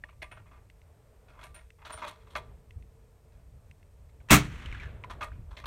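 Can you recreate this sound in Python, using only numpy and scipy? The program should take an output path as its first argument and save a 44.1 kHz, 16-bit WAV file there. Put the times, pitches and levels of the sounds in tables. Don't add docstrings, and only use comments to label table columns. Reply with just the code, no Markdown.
import sys
import numpy as np
from scipy import signal
from scipy.fft import rfft, irfft
from scipy.io import wavfile
from scipy.ndimage import uniform_filter1d

SR = 44100
rng = np.random.default_rng(int(sys.argv[2]) if len(sys.argv) > 2 else 0)


def transcribe(signal):
    frames = np.atleast_2d(signal).T
    limited = np.clip(frames, -1, 1)
    pcm = np.round(limited * 32767).astype(np.int16)
    wavfile.write(sys.argv[1], SR, pcm)


def ratio(d):
    e = np.asarray(d, float) / 20
    return 10 ** e


N = 249914

# [t/s, level/dB, share of tone 0-1]
LEAD_IN = [(4.2865, -38, 0), (4.296, -28, .7), (4.3025, -15, 1)]
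LEAD_IN_HZ, LEAD_IN_T60_S = 2650, 0.05
BLAST_S = 4.307
# [f/Hz, relative density/dB]
GAS = [(88, -19), (150, -1.5), (328, -14.5), (523, -21.5), (636, -17.5), (1310, -10.5), (1500, -16),
       (2220, -13), (3480, -21.5), (4060, -20), (4840, -20), (5780, -21), (9050, -25.5), (15900, -32.5)]
# [f/Hz, T60/s, venting/s]
GAS_DECAY = [(150, 0.36, 0.025), (350, 0.28, 0.022), (700, 0.21, 0.026), (1500, 0.19, 0.028),
             (3050, 0.2, 0.028), (6000, 0.17, 0.032), (11800, 0.11, 0.039)]
GAS_DB = -11.5
# [f/Hz, level/dB, T60/s, onset after the blast/s]
BOOM = [(60.6, -16.5, .3, .01), (126.6, -10, 0.28, .0142), (187, -19.5, 0.17, 0.023),
        (228, -14, 0.12, 0.0057), (296.4, -14.5, 0.24, 0.0089), (406.8, -21.5, 0.18, 0.023),
        (653, -10.5, 0.024, 0.011)]

# [t/s, level/dB]
HILL = [(4.42, -41.5), (4.482, -52.5), (4.56, -51.5), (4.67, -51.5), (4.705, -53), (4.75, -51), (4.79, -53),
        (4.83, -50), (4.9, -59.5), (5.03, -73)]
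# [t/s, peak level of the clean slap/dB, f/Hz, T60/s]
SLAPS = [(4.659, -35.5, 3160, 0.017), (4.7145, -46, 2970, .015), (4.7257, -33, 2190, 0.013),
         (4.7475, -37.5, 1660, 0.032), (4.7985, -39, 2330, .05), (4.809, -48.5, 2070, .05),
         (4.8337, -36, 1730, 0.036), (4.856, -41, 1700, 0.042)]
HILL_TREBLE_DB, HILL_TREBLE_DB_PER_S = -5.5, -49
HILL_BASS_DB, HILL_BASS_DB_PER_S = 1, -20.5

# [t/s, peak level of the body/dB, ring f/Hz, brightness re body/dB, T60/s]
KNOCKS = [(0.038, -39.5, 1690, -18, 0.035), (0.087, -51, 1950, -11.5, 0.11), (0.128, -55, 1000, -21, 0.037),
          (0.219, -31, 2160, -11.5, 0.12), (0.314, -39, 1500, -30, 0.14), (0.37, -45.5, 1390, -23, 0.14),
          (0.458, -52.5, 1120, -24, 0.22), (0.513, -50, 1110, -17, 0.19), (0.54, -52.5, 1180, -18, 0.34),
          (1.284, -48, 1380, -11, 0.28), (1.342, -50, 1080, -24, 0.43), (1.389, -42, 1066, -15, 0.28),
          (1.412, -43.5, 1290, -5.5, 0.18), (1.43, -39, 1566, -0.5, 0.18), (1.544, -44.5, 1410, -3.5, 0.3),
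          (1.577, -47, 2220, -12, 0.17), (1.785, -51, 900, -25, 0.56), (1.817, -44.5, 935, -21, 0.25),
          (1.85, -39.5, 1140, -2, 0.2), (1.864, -38, 1310, -5.5, 0.091), (1.897, -32.5, 1117, -9, 0.3),
          (1.924, -42, 1360, -1.5, 0.25), (1.975, -37.5, 1264, -8.5, 0.71),
          (2.019, -29.5, 1130, -16.5, 0.13), (2.042, -29.5, 904, -12, 0.22), (2.074, -34.5, 1000, 0, 0.1),
          (2.269, -49.5, 1100, -12, 0.12), (2.303, -52, 1020, 1.5, 0.27), (2.353, -22.5, 1170, -10, 0.084),
          (2.363, -29, 950, -6, 0.086), (3.32, -61.5, 1640, -5.5, 0.44), (4.09, -58.5, 1920, -6, 0.098),
          (4.204, -56, 1480, -11, 0.092), (5.039, -33.5, 1000, -17, 0.035), (5.099, -33, 1084, -9, 0.14),
          (5.209, -29.5, 1210, -11, 0.2), (5.227, -31, 1130, -4, 0.11), (5.317, -52, 1450, -19, 0.34),
          (5.509, -46, 988, -8.5, 0.19), (5.568, -36.5, 2630, -7, 0.23), (5.639, -36, 1070, -14, 0.25),
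          (5.657, -27.5, 1090, -3, 0.28)]
# [f/Hz, width of the first filter/Hz, relative level/dB]
STEEL = [(619.4, 59, 9.5), (1000, 62, 7), (1178, 6.1, 8.5), (1873, 16, 4.5), (2140, 180, 4.5),
         (2439, 60, 4.5), (2547, 30, -3), (3353, 60, -3)]
SCRAPE_S, RISE_S, STEEL_SHARE = 0.0036, 0.0012, 0.98
RING_WIDTH_HZ, RING_SHARE = 68, 0.35
TREBLE_DB = -10
TREBLE_RISE_S = 0.0071
# [t/s, peak level/dB, f/Hz, T60/s]
TAPS = [(0.0379, -30, 1830, 0.015), (0.0915, -45, 1180, 0.0054), (0.3743, -41, 1300, 0.0045),
        (4.203, -55, 2280, 0.0072), (5.031, -62, 8000, 0.0052), (5.0384, -31, 2330, 0.0035),
        (5.2153, -37.5, 1230, 0.18), (5.2242, -32, 1210, 0.11), (5.226, -36, 2560, 0.05),
        (5.318, -43, 1500, 0.0082), (5.657, -62, 3320, 0.035)]

# [t/s, peak level/dB, rubbing/s, fourth mode/dB, fifth mode/dB]
CHINKS = [(0.2214, -52, 0.0054, -1, -26), (0.315, -55.5, 0.0061, -20, -30), (1.4376, -54, 0.0096, 3, -45),
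          (1.545, -46, 0.0045, -9, -18), (1.921, -40, 0.018, -32, -21), (5.657, -38.5, 0.01, 8, 3)]
# [f/Hz, T60/s]
BRASS = [(5500, .2), (9092, .16), (9216, .12), (11400, .05), (15370, .15)]
BRASS_LOW_DB = [-12, 6, -3]

TICK_S, TICK_EVERY_S, TOCK_LAG_S = .6998, 1.004, .1165
TICK_DB, TOCK_DB = -42.5, -51.5

# [t/s, level/dB]
WIND = [(0, -57), (0.35, -54), (0.9, -60), (1.4, -56.5), (2.2, -56.5), (2.45, -47.5), (2.68, -56),
        (2.8, -47.5), (3.05, -59), (3.45, -53.5), (3.9, -54.5), (4.27, -55), (4.45, -43.5), (4.9, -41.5),
        (5.2, -50.5), (5.4, -43.5), (5.56, -54.5), (5.67, -53.5)]
# [f/Hz, relative density/dB]
BUFFET = [(8.8, -42.5), (15, -6.5), (59, 12), (100, -6), (139, -21), (222, -37.5), (288, -25), (384, -29.5),
          (400, -25), (520, -67), (880, -120)]
BUFFET_DB, RUMBLE_DB = -2.5, -3.5
GUSTS_PER_S, GUST_DB = 14, 2.2
# [t/s, level/dB, f/Hz]
POPS = [(1.957, -41.5, 79), (2.773, -34.5, 82), (5.322, -33.5, 68.8), (5.397, -37, 53.4), (5.447, -39, 60),
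        (5.488, -38, 60), (5.528, -36, 58)]
# [t/s, level/dB]
BACKGROUND = [(0.0, -69.5), (1.4, -63), (1.9, -81), (2.4, -55.5), (2.6, -67), (4.2, -67), (4.4, -64),
              (5.2, -53), (5.35, -65.5), (5.67, -59)]
# [f/Hz, relative density/dB]
BACKGROUND_SPECTRUM = [(71, -18), (120, 1), (161, -9.5), (325, -17), (436, -7.5), (477, -11), (639, -11),
                       (762, -16.5), (964, -17.5), (4000, -37.5), (5200, -58), (8800, -120)]
DRONE_HZ = 447.7
# [t/s, level/dB]
DRONE = [(0, -83), (1.5, -75), (2.2, -67.5), (3.2, -70.5), (3.6, -83), (4.3, -77), (5.67, -89)]

# [f/Hz, relative density/dB]
HISS = [(880, -15), (1500, -30), (1690, -7.5), (1840, -10), (2650, -9), (2730, -14), (4880, -13.5),
        (6420, -13.5), (7370, -13), (8620, -9.5), (10600, -20), (12500, -13), (15700, -24)]
HISS_DB = -76.5
# [f/Hz, width/Hz, depth 0-1]
PORT_DIPS = [(4890, 1440, 0.6), (10430, 680, 1)]
TOP_HZ = 15900


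def curve(table):
    s, *columns = np.transpose(table)
    return [np.interp(np.arange(N) / SR, s, c) for c in columns]


def unit(x):
    return x / np.sqrt(np.mean(x ** 2))


def peak(x):
    return x / np.abs(x).max()


def coloured(points, size=N):
    hz, db = np.transpose(points)
    log_f = np.log(np.fft.rfftfreq(size, 1 / SR) + 1)
    gain = ratio(np.interp(log_f, np.log(hz), db))
    return unit(irfft(rfft(rng.standard_normal(size)) * gain, size))


def ring(x, hz, width_hz):
    return signal.lfilter(*signal.iirpeak(hz, hz / min(width_hz, SR / 4), fs=SR), x)


def fall(t, t60):
    return (t >= 0) * ratio(-60 * np.maximum(t, 0) / t60)


def flutter(rate, size=N):
    k = max(int(SR / rate), 1)
    smooth = uniform_filter1d(rng.standard_normal(size), k)
    return unit(uniform_filter1d(smooth, k))


def add(out, s, x):
    i = int(s * SR)
    out[i:i + len(x)] += x[:N - i]


def blow(size):
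    return np.pad(np.hanning(5), (0, size - 5))


def tap(hz, t60, scatter=0.11):
    t = np.arange(SR // 10) / SR
    swings = np.sin(2 * np.pi * hz * t) * np.minimum(t * hz / 2, 1) * fall(t, t60)
    rough = ring(ring(rng.standard_normal(len(t)), 0.89 * hz, 0.17 * hz), hz, 2 * hz)
    skirt = peak(rough) * fall(t, 3.7 * t60)
    return peak(swings + scatter * skirt)


def lead_in(noise_share=0.54):
    out, t = np.zeros(N), np.arange(SR) / SR
    for s, db, tone_share in LEAD_IN:
        noise = ring(ring(rng.standard_normal(SR), 1500, 2700), 1500, 3000)
        mixed = tone_share * np.sin(2 * np.pi * LEAD_IN_HZ * t) + noise_share * unit(noise)
        add(out, s, ratio(db) * mixed * np.minimum(t / 0.0013, 1) * fall(t, LEAD_IN_T60_S))
    return out


def blast(crack_db=-12, grit_db=1.0):
    out, t = np.zeros(N), np.arange(SR) / SR
    gas = coloured(GAS, size=SR) * ratio(GAS_DB + grit_db * flutter(530, size=SR))
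    hz, t60, venting = np.transpose(GAS_DECAY)
    log_f = np.log(np.fft.rfftfreq(SR, 1 / SR) + 1)
    for k in range(len(hz)):
        in_band = np.interp(log_f, np.log(hz), np.arange(len(hz)) == k)
        band = irfft(rfft(gas) * in_band, SR)
        add(out, BLAST_S, band * fall(np.maximum(t - venting[k], 0), t60[k]))
    add(out, BLAST_S, ratio(crack_db) * (1 - 2 * t / 0.00054) * (t < .0008))
    for hz, db, t60, lag in BOOM:
        rise = np.minimum(t * hz / 0.81, 1)
        add(out, BLAST_S + lag, ratio(db) * np.sin(2 * np.pi * hz * t) * rise * fall(t, t60))
    return out


def hillside(patchy_db=1.2, crackle_db=0.0):
    t = np.arange(N) / SR
    since = np.maximum(t - HILL[0][0], 0)
    noise = rng.standard_normal((3, N))
    mid = unit(ring(ring(ring(noise[0], 1200, 2200), 2230, 2420), 1380, 2400))
    high = unit(ring(ring(noise[1], 4100, 4600), 5500, 7000))
    high = high * ratio(HILL_TREBLE_DB + HILL_TREBLE_DB_PER_S * since)
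    low = unit(ring(ring(noise[2], 185, 206), 160, 250))
    low = low * ratio(HILL_BASS_DB + HILL_BASS_DB_PER_S * since)
    heard = np.clip(since / 0.034, 0, 1) * np.clip((HILL[-1][0] - t) / 0.045, 0, 1)
    out = heard * ratio(curve(HILL)[0] + patchy_db * flutter(190)) * (mid + high + low)
    for s, db, hz, t60 in SLAPS:
        rough = ring(ring(rng.standard_normal(SR // 10), 1.3 * hz, 1.06 * hz), hz, 1.5 * hz)
        crackle = peak(rough) * fall(t[:SR // 10], t60)
        add(out, s, ratio(db) * (tap(hz, t60, scatter=0.69) + ratio(crackle_db) * crackle))
    return out


def handling(grain_db=3.5, blow_share=3.5, own_width=0.96, roof_db=-18, roof_t60=0.34, thud_db=-12):
    out, t = np.zeros(N), np.arange(SR // 2) / SR
    for s, db, hz, bright_db, t60 in KNOCKS:
        contacts = rng.standard_normal(len(t)) * ratio(grain_db * flutter(350, size=len(t)))
        shape = np.minimum(t / RISE_S, 1) * fall(np.maximum(t - RISE_S - SCRAPE_S, 0), t60)
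        push = unit(contacts) * shape + blow_share * blow(size=len(t))
        push += rng.standard_normal(len(t)) * ratio(roof_db) * fall(t, roof_t60)

        steel = sum(ratio(d) * ring(ring(push, f, w), f, f / 2) for f, w, d in STEEL)
        own = ring(ring(ring(push, hz, own_width * hz), hz, hz), hz, hz)
        bench = ring(ring(push, 370, 360), 190, 430)
        core = ring(ring(push, hz, RING_WIDTH_HZ), hz, hz / 2)
        body = STEEL_SHARE * peak(steel) + peak(own)
        body += RING_SHARE * (1000 / hz) ** 2 * peak(core) + ratio(thud_db) * peak(bench)

        bright = ring(ring(ring(push, 3500, 2600), 3500, 2600), 3500, 2600)
        slide_shape = np.minimum(t / TREBLE_RISE_S, 1) * fall(np.maximum(t - TREBLE_RISE_S, 0), t60)
        slide = contacts * slide_shape
        edge = ring(ring(ring(slide, 8500, 7000), 8500, 7000), 8500, 7000)
        treble = peak(bright) + ratio(TREBLE_DB) * peak(edge)
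        add(out, s, ratio(db) * (peak(body) + ratio(bright_db) * treble))
    return out


def taps():
    out = np.zeros(N)
    for s, db, hz, t60 in TAPS:
        add(out, s, ratio(db) * tap(hz, t60))
    return out


def brass():
    out, t = np.zeros(N), np.arange(SR // 3) / SR
    for s, db, rub, *upper_db in CHINKS:
        push = rng.standard_normal(len(t)) * (t < max(rub, .001))
        tone = np.zeros(len(t))
        for (hz, t60), mode_db in zip(BRASS, BRASS_LOW_DB + upper_db):
            width_hz = np.log(1000) / np.pi / t60
            tone += ratio(mode_db) * unit(ring(push, hz, width_hz))
        add(out, s, ratio(db) * peak(tone))
    return out


def ticks(hz=2100, upper_hz=2650, t60=0.0097, edge_db=-3):
    out, t = np.zeros(N), np.arange(2000) / SR
    for s in np.arange(TICK_S, N / SR, TICK_EVERY_S):
        for lag, db in ((0, TICK_DB), (TOCK_LAG_S, TOCK_DB)):
            tones = np.sin(2 * np.pi * hz * t) + 0.83 * np.sin(2 * np.pi * upper_hz * t)
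            body = tones * np.minimum(t / 0.00099, 1) * fall(t, t60)
            snap = ring(ring(rng.standard_normal(len(t)), 2500, 2700), 2900, 5100) * fall(t, 0.016)
            add(out, s + lag, ratio(db) * (body + ratio(edge_db) * snap))
    return out


def wind():
    rumble = unit(ring(ring(rng.standard_normal(N), 97, 60), 66, 45))
    rumble = rumble * ratio(RUMBLE_DB + GUST_DB * flutter(GUSTS_PER_S))
    buffet = coloured(BUFFET) * ratio(BUFFET_DB + GUST_DB * flutter(GUSTS_PER_S))
    return ratio(curve(WIND)[0]) * (buffet + rumble)


def pops(cycles=0.9):
    t, out = np.arange(N) / SR, np.zeros(N)
    for s, db, hz in POPS:
        swell = np.exp(-((t - s) * hz / cycles) ** 2)
        out += ratio(db) * np.sin(2 * np.pi * hz * (s - t)) * swell
    return out


def background():
    return coloured(BACKGROUND_SPECTRUM) * ratio(curve(BACKGROUND)[0] + 0.86 * flutter(24))


def motor():
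    return unit(ring(rng.standard_normal(N), DRONE_HZ, 9.9)) * ratio(curve(DRONE)[0])


def scene():
    near = lead_in() + blast() + handling() + taps() + brass() + ticks()
    around = hillside() + wind() + pops() + background() + motor()
    return (near + around)[None]


def roll_off(x):
    return signal.sosfilt(signal.butter(12, 16090, fs=SR, output="sos"), x)


def record(dry, top=0.91):
    for hz, width_hz, depth in PORT_DIPS:
        dry = dry - depth * ring(dry, hz, width_hz)
    hissy = dry + ratio(HISS_DB) * coloured(HISS)
    loud = top * np.tanh(hissy / top)
    cut = signal.ellip(8, .2, 70, TOP_HZ, fs=SR, output="sos")
    return roll_off(signal.sosfilt(cut, loud))


dry = scene()
out = record(dry)
transcribe(out)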